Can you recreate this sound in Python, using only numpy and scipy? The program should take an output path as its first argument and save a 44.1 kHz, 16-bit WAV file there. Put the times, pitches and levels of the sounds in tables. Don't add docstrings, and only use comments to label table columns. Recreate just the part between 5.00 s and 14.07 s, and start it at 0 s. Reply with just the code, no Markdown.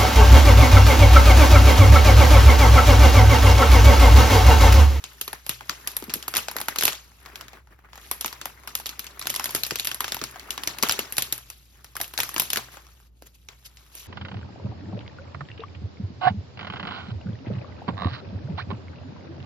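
import sys
import numpy as np
from scipy import signal
from scipy.fft import rfft, irfft, next_fast_len
from scipy.io import wavfile
from scipy.ndimage import uniform_filter1d, map_coordinates

SR = 44100
rng = np.random.default_rng(int(sys.argv[2]) if len(sys.argv) > 2 else 0)


def digitize_waveform(pressure):
    field = np.atleast_2d(pressure).T
    bounded = np.clip(field, -1, 1)
    quanta = np.round(bounded * 32767).astype(np.int16)
    wavfile.write(sys.argv[1], SR, quanta)


N = 399973

# start in seconds, dull part in dB, body in dB, sparkle in dB.
SNAPS = [(0.04, -39, -25, -36), (0.2127, -46.5, -23.5, -17.5), (0.2781, -31, -28, -26),
         (0.33, -30.5, -30.5, -28), (0.4648, -41, -33, -28), (0.4935, -30.5, -17, -16),
         (0.6079, -35.5, -41, -48.5), (0.695, -25, -19.5, -27.5), (0.8739, -32.5, -20.5, -18),
         (0.9671, -50.5, -29, -17.5), (1.0236, -38.5, -36, -43.5), (1.04, -51, -38.5, -32),
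         (1.096, -39.5, -28.5, -42), (1.1009, -33.5, -27, -40), (1.1383, -60, -19.5, -15.5),
         (1.2263, -47.5, -29, -33), (1.2803, -32.5, -26.5, -18.5), (1.3391, -28, -22, -31),
         (1.3515, -33, -21.5, -23), (1.3602, -25, -18.5, -27), (1.3675, -30, -13.5, -13.5),
         (1.3785, -28, -23.5, -18), (1.4839, -29, -23, -34.5), (1.5135, -36.5, -35, -30.5),
         (1.5655, -30, -28, -22), (1.585, -34, -25.5, -33.5), (1.6027, -32, -36, -25),
         (1.614, -34.5, -28, -22.5), (1.658, -54.5, -42, -40.5), (1.684, -22, -22, -21),
         (1.7596, -30.5, -25.5, -27.5), (1.7855, -40.5, -13.5, -14.5), (1.8098, -37, -22, -16),
         (1.8235, -25, -19, -25.5), (1.835, -25, -16.5, -12.5), (1.8529, -36, -15, -8),
         (1.868, -29.5, -23, -26.5), (1.8793, -22, -13.5, -17), (1.9298, -35.5, -26, -44),
         (2.2518, -49, -44.5, -56), (2.2597, -38, -35, -46), (2.3568, -38.5, -31, -35),
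         (2.41, -38.5, -32, -38), (2.4821, -43.5, -38.5, -45.5), (2.532, -43.5, -44.5, -59),
         (2.672, -52.5, -58, -68), (2.9314, -42.5, -40, -61), (2.956, -44, -42.5, -44),
         (2.977, -41.5, -41.5, -47), (3.1133, -28.5, -26, -16), (3.21, -40, -23, -21),
         (3.2454, -26.5, -22, -32.5), (3.26, -48, -30, -18), (3.279, -38, -28.5, -42),
         (3.3273, -34.5, -31.5, -37.5), (3.4139, -35, -27, -37), (3.456, -30.5, -28.5, -24.5),
         (3.635, -48.5, -46, -59), (3.6746, -35, -27, -28), (3.7528, -50, -22.5, -17),
         (3.7993, -38, -35, -30), (3.8584, -39, -22.5, -33.5), (3.866, -52, -27.5, -24),
         (3.892, -39, -25.5, -29.5), (3.9935, -43.5, -25.5, -23), (4.0436, -45.5, -38, -38),
         (4.0671, -65, -29.5, -37.5), (4.194, -50, -32, -26.5), (4.214, -31.5, -27.5, -41),
         (4.224, -41.5, -30, -41), (4.2556, -36, -33, -52.5), (4.27, -32, -21.5, -22),
         (4.2964, -37, -25.5, -27.5), (4.301, -34.5, -20.5, -18.5), (4.3413, -32.5, -29, -32),
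         (4.35, -50, -26, -27.5), (4.3613, -33, -20.5, -22), (4.3963, -26.5, -25, -27),
         (4.442, -50, -23.5, -17), (4.4569, -31, -22, -22), (4.4925, -31.5, -30, -50),
         (4.5074, -45.5, -37, -26.5), (4.549, -28.5, -19.5, -12), (4.56, -33.5, -22, -24),
         (4.6346, -42, -17, -19), (4.6654, -55, -28, -23), (4.7083, -27, -19, -27.5),
         (4.7571, -36.5, -21, -23), (4.7868, -40.5, -31, -32), (4.797, -43.5, -20, -24),
         (4.805, -47.5, -37, -28), (4.847, -48, -26, -25), (4.8523, -40, -29, -23),
         (4.8715, -29.5, -19, -18.5), (4.891, -54, -29, -38.5), (4.9146, -32, -23.5, -29.5),
         (4.945, -40.5, -31, -24), (5.0056, -24, -22.5, -18), (5.043, -29, -22, -32),
         (5.08, -32.5, -23, -31.5), (5.1208, -27.5, -19.5, -26), (5.145, -39.5, -28, -23),
         (5.167, -33, -32, -39), (5.215, -31, -25, -50), (5.2387, -35, -22, -25.5), (5.3107, -55, -44, -40),
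         (5.3586, -37.5, -40, -58.5), (5.396, -44.5, -33.5, -39), (5.506, -52, -20.5, -20.5),
         (5.5777, -31, -25.5, -37), (5.6352, -36, -25.5, -25), (5.6739, -26.5, -16, -21.5),
         (5.7853, -41, -27, -28), (5.8263, -29.5, -13, -17), (5.8334, -18, -16, -17),
         (5.887, -34.5, -25, -21.5), (5.895, -20.5, -12.5, -21), (5.9107, -30.5, -15.5, -23),
         (5.9221, -28.5, -18.5, -20.5), (5.9912, -27.5, -17, -22), (6.1235, -49.5, -31, -22),
         (6.168, -43, -25.5, -25), (6.1818, -24, -14, -12.5), (6.2221, -44.5, -19, -17.5),
         (6.3247, -32, -20.5, -14.5), (6.5012, -46, -34, -31.5), (6.8443, -45, -37.5, -38),
         (6.954, -39, -33, -38), (6.9663, -35, -29.5, -25.5), (7.0015, -29, -31.5, -26),
         (7.0134, -34, -24.5, -15.5), (7.0433, -42.5, -33, -45), (7.1374, -37, -33, -33.5),
         (7.1771, -27, -16.5, -25), (7.1882, -26.5, -27, -19.5), (7.2022, -25.5, -15, -16),
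         (7.2323, -33.5, -26.5, -20), (7.291, -37.5, -31, -26.5), (7.3421, -42, -39, -24),
         (7.363, -26, -22, -33), (7.3805, -33.5, -21.5, -19), (7.3977, -33.5, -14, -9.5),
         (7.4192, -37.5, -31, -18), (7.5027, -42, -18.5, -23), (7.532, -27, -18, -17),
         (7.5589, -26, -21.5, -23.5), (7.5715, -24, -18.5, -19.5), (7.77, -40.5, -40, -64),
         (7.867, -54, -48.5, -60), (8.0011, -60, -69, -66), (8.2222, -52.5, -44, -50),
         (8.487, -43.5, -34, -46), (8.7706, -53, -40, -51), (8.952, -75, -54, -32.5)]
# frequency in Hz, relative level in dB.
BODY_COLOUR = [(1500, -18), (2600, 0), (7200, -3), (9000, -14), (10500, -38.5)]
SPARKLE_COLOUR = [(8500, -10), (10000, 2), (12200, 1.5), (13800, -3.5), (15500, -26)]
FLEX_COLOUR = [(300, -17.5), (600, -4), (1200, 1.5), (2200, -2), (5000, -26)]
AFTER_S, AFTER_DB, AFTER_SPREAD_DB = 0.016, -15, 2.5
RUN_S, LAG_CYCLES = 0.0004, 0.7


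def film():
    t = np.arange(N) / SR
    snap_s, dull_db, body_db, sparkle_db = np.transpose(SNAPS)
    luck = rng.random((len(snap_s), 6))

    wait = 0.0044 - AFTER_S * np.log(luck[:, :2].T + 0.01)
    after_s = np.clip(snap_s + wait, 0, t[-1]).ravel()
    after_gain_db = AFTER_DB + AFTER_SPREAD_DB * np.log(luck[:, 2:4].T + 0.01)

    def weaker(level_db):
        return (level_db + after_gain_db).ravel()

    small = rng.random((2000, 4))
    tick_s = small[:, 0] * (N - 1) / SR
    size_db = -4 * np.log(small[:, 1] + 0.12)
    tick_slide_db, tick_flex_db = bed_levels(tick_s)
    tick_body_db = tick_slide_db + size_db - 7
    tick_sparkle_db = tick_body_db + 10 * small[:, 3] - 5
    tick_flex_db = tick_flex_db + size_db + 8 * small[:, 2] - 8.0

    grit_db = 0.8 * wobble(40)
    slide_db, flex_db = np.array(bed_levels(t)) + grit_db

    every_s = np.r_[snap_s, after_s, tick_s]
    body = band(every_s, np.r_[body_db + 1.5, weaker(body_db), tick_body_db], slide_db - 5.5, BODY_COLOUR,
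                burst_s=0.0084, shiver_s=0.052, shiver_db=-11, room_s=0.3, room_db=-19.0)
    sparkle = band(every_s, np.r_[sparkle_db + 3.5, weaker(sparkle_db), tick_sparkle_db],
                   slide_db - 7.5, SPARKLE_COLOUR,
                   burst_s=0.003, shiver_s=0.029, shiver_db=-6, room_s=0.24, room_db=-22.5)
    bend = band(every_s, np.r_[dull_db + 2.5, weaker(dull_db), tick_flex_db], flex_db - 4.5, FLEX_COLOUR,
                burst_s=0.015, shiver_s=0.13, shiver_db=-13.5, room_s=0.27, room_db=-15.0)

    brightness_db = np.clip(body_db - dull_db, 0, 18)
    low_hz = 620 * amp(0.688 * brightness_db) * 1.432 ** luck[:, 4]
    bend[0] += pops(snap_s, dull_db + 12.5, low_hz, cycles=11.1)
    bend[0] += pops(snap_s, body_db - 0.5, 2600 * 2.5 ** luck[:, 5], cycles=43)

    sheet = bending_delay(body + sparkle + bend + slaps(snap_s, dull_db, flex_db))
    sheet[0] += flaps()
    return sheet


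def bending_delay(x):
    def delay(hz):
        cycles = RUN_S * hz + LAG_CYCLES * np.log1p(hz / 100)
        return np.exp(-2j * np.pi * cycles)
    return filtered(x, delay)


CLICK_DB = -2


def band(s, db, bed_db, colour, burst_s, shiver_s, shiver_db, room_s, room_db):
    power = dying(s, db, burst_s)
    power += dying(s, db + shiver_db, shiver_s)
    power += dying(s, db + room_db, room_s)
    power += dying((N - 1) / SR - s, db - 16.5, 0.0072)[::-1]
    power = np.abs(uniform_filter1d(power, size=44))

    sound = np.sqrt(power + amp(2 * bed_db)) * rng.standard_normal((2, N))
    burst_size = np.sqrt(burst_s * SR / np.log(1e6))
    sign = np.sign(rng.standard_normal(len(s)))
    click = amp(db + CLICK_DB) * burst_size * sign
    sound[0] += np.bincount(np.round(s * SR).astype(int), click, N)[:N]
    return coloured(patchy(sound, depth_db=3), colour)


def dying(s, db, t60):
    kicks = np.bincount(np.round(s * SR).astype(int), amp(2 * db), N)[:N]
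    return signal.lfilter([1], [1, -amp(-120 / (t60 * SR))], kicks)


def patchy(x, depth_db):
    z = signal.stft(x, nperseg=256)[2]
    field = rng.standard_normal(z.shape[1:])
    field = uniform_filter1d(field, size=5, axis=0)
    field = uniform_filter1d(field, size=3, axis=1)
    gain = amp(depth_db * field / field.std())
    gain = gain / np.sqrt(np.mean(gain ** 2))
    return signal.istft(z * gain, nperseg=256)[1][:, :N]


def pops(s, db, hz, cycles):
    out, t = np.zeros(N + SR), np.arange(SR // 16) / SR
    for at, level, f in zip(s, db, hz):
        fade = amp(level - 60 * t * f / cycles)
        attack = 1 - np.exp(-t * f)
        ring = np.sin(2 * np.pi * (f * t - 0.63 * np.exp(-f * t / 2)))
        out[round(at * SR):][:len(t)] += fade * ring * attack
    return out[:N]


# time in seconds, slide level in dB, flex level in dB.
BED_LEVELS = [(0, -50.5, -53.5), (0.44, -55, -64.5), (0.8, -49.5, -52), (1.2, -58.5, -51), (1.8, -48, -50),
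              (2.12, -57, -64), (2.4, -59, -46), (2.65, -71.5, -79), (2.86, -71, -62.5),
              (3.03, -48.5, -53.5), (3.6, -59, -55.5), (4.15, -56, -51.5), (4.45, -40, -46),
              (4.9, -51, -55), (5.45, -54.5, -47.5), (5.9, -51.5, -45), (6.3, -49.5, -52),
              (6.67, -58.5, -74), (6.93, -60, -65.5), (7.3, -42.5, -50.5), (7.68, -55, -54),
              (8.07, -62.5, -71.5), (8.11, -83, -100), (8.17, -68, -86), (9.07, -55.5, -55.5)]
# middle in seconds, length in seconds, slide peak in dB, flex peak in dB.
FLUTTERS = [(2.558, 0.049, -59, -47.5), (2.723, 0.027, -62, -50), (2.792, 0.0086, -70, -50.5),
            (2.854, 0.018, -74, -49.5), (6.78, 0.056, -73.5, -57.5), (7.745, 0.05, -46, -49),
            (8.268, 0.011, -44.5, -52.5), (8.353, 0.015, -52, -75), (8.525, 0.035, -72, -57.5),
            (8.663, 0.017, -38.5, -69), (9.003, 0.089, -43.5, -74)]


def bed_levels(t):
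    when, *levels = np.transpose(BED_LEVELS)
    at, length, *peaks = np.transpose(FLUTTERS)
    bells = np.exp(-(2 * (t[:, None] - at) / length) ** 2)
    both = []
    for db, peak_db in zip(levels, peaks):
        power = amp(2 * np.interp(t, when, db)) + bells @ amp(2 * peak_db)
        both.append(10 * np.log10(power))
    return both


# start in seconds, level in dB, base pitch in Hz that the sweep passes through.
THUMPS = [(1.024, -33, 237), (1.082, -33, 166), (1.156, -32, 242), (1.558, -30, 420), (1.684, -46, 794),
          (3.248, -37, 307), (4.548, -29.5, 310), (4.719, -32.5, 410), (5.216, -27, 277), (5.83, -25, 565),
          (5.989, -27.5, 336), (7.362, -32, 220), (8.222, -41.5, 474)]


def flaps():
    out = np.zeros(N + SR)
    for at, level, f in zip(*np.transpose(THUMPS)):
        turns = np.arange(SR // 16) / SR * f
        swell = turns * np.exp(-turns / 0.84)
        sweep = np.sin(2 * np.pi * (0.8 * turns - 1.4 * np.exp(-turns)))
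        out[round(at * SR):][:len(turns)] += amp(level + 11) * swell * sweep
    return out[:N]


# frequency in Hz, relative level in dB.
SLAP_COLOUR = [(70, -17.5), (150, -2.5), (400, 3), (900, -28.5)]


def slaps(snap_s, dull_db, flex_db):
    flap_s, flap_db, _ = np.transpose(THUMPS)
    return band(np.r_[flap_s, snap_s], np.r_[flap_db - 3, dull_db - 13], flex_db - 9.0, SLAP_COLOUR,
                burst_s=0.019, shiver_s=0.21, shiver_db=-9, room_s=0.16, room_db=-12.0)


# frequency in Hz, width in Hz, peak gain in dB.
BOOM = (123, 3, 10.9)


def room_boom(sheet):
    hz, width, db = BOOM

    def mode(f):
        push = 1j * f * width
        return amp(db) * push / (hz * hz - f * f + push)
    return filtered(sheet, mode)


# frequency in Hz, relative level in dB.
RUMBLE = [(25, -36.5), (45, -25.5), (60, -4.5), (75, -6.5), (125, -5), (180, -16), (3000, -46.5),
          (16000, -74)]


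def hum():
    t = np.arange(N) / SR
    level = amp(-51.0 + 1.2 * wobble(25))
    tone = level * np.sin(2 * np.pi * 59.5 * t + 0.67 * wobble(20.0))
    noise = amp(-62) * coloured(rng.standard_normal((2, N)), RUMBLE)
    return noise + tone * [[1], [0]]


# frequency in Hz, lead in radians.
LEAD = [(1700, 0.3), (3100, 1.3), (5000, 0.8), (5800, -1.5), (7600, -2.9), (9500, -3.4), (12000, -6.1)]
# frequency in Hz, left over right in dB.
TILT = [(110, -0.5), (300, 2.5), (4400, 2.5), (8100, 0.5)]
# frequency in Hz, likeness where 1 is the same sound.
ALIKE = [(60, 1), (1000, 0.44), (3000, 0.083), (8500, 0.71)]


def ports(pair):
    def mix(hz):
        turn = np.arccos(np.clip(along(ALIKE, hz), -1, 1)) / 2
        return np.array([np.cos(turn), np.sin(turn)])

    def steps(hz):
        step = amp(along(TILT, hz) / 2) * np.exp(0.5j * along(LEAD, hz))
        return np.array([step, 1 / step])
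    shared, own = filtered(pair, mix)
    return filtered(np.array([shared + own, shared - own]), steps)


def amp(db):
    return 10 ** (np.asarray(db) / 20)


def along(points, hz):
    f, v = np.transpose(points)
    return np.interp(np.log(hz + 1), np.log(f + 1), v)


def filtered(x, response):
    m = next_fast_len(N + 8192)
    return irfft(rfft(x, m) * response(np.fft.rfftfreq(m, 1 / SR)), m)[..., :N]


def coloured(x, spectrum):
    power = amp(2 * along(spectrum, np.linspace(0, SR / 2, num=2000)))
    level = np.sqrt(np.mean(power))
    return filtered(x, lambda hz: amp(along(spectrum, hz)) / level)


def wobble(rate):
    knots = rng.standard_normal(int(N * rate / SR) + 4)
    return map_coordinates(knots, [np.arange(N) * rate / SR])


def scene():
    sheet = film()
    return ports(sheet + room_boom(sheet) + hum())


TOP_HZ = 16750


def record(dry):
    out = dry / (1 + (dry / 0.85) ** 4) ** (1 / 4)
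    out = filtered(out, lambda hz: (1j * hz / (30 + 1j * hz)) ** 2)
    return filtered(out, lambda hz: amp(-200 * np.clip(hz / TOP_HZ - 1, 0, 1) / 0.01))


dry = scene()
out = record(dry)
digitize_waveform(out)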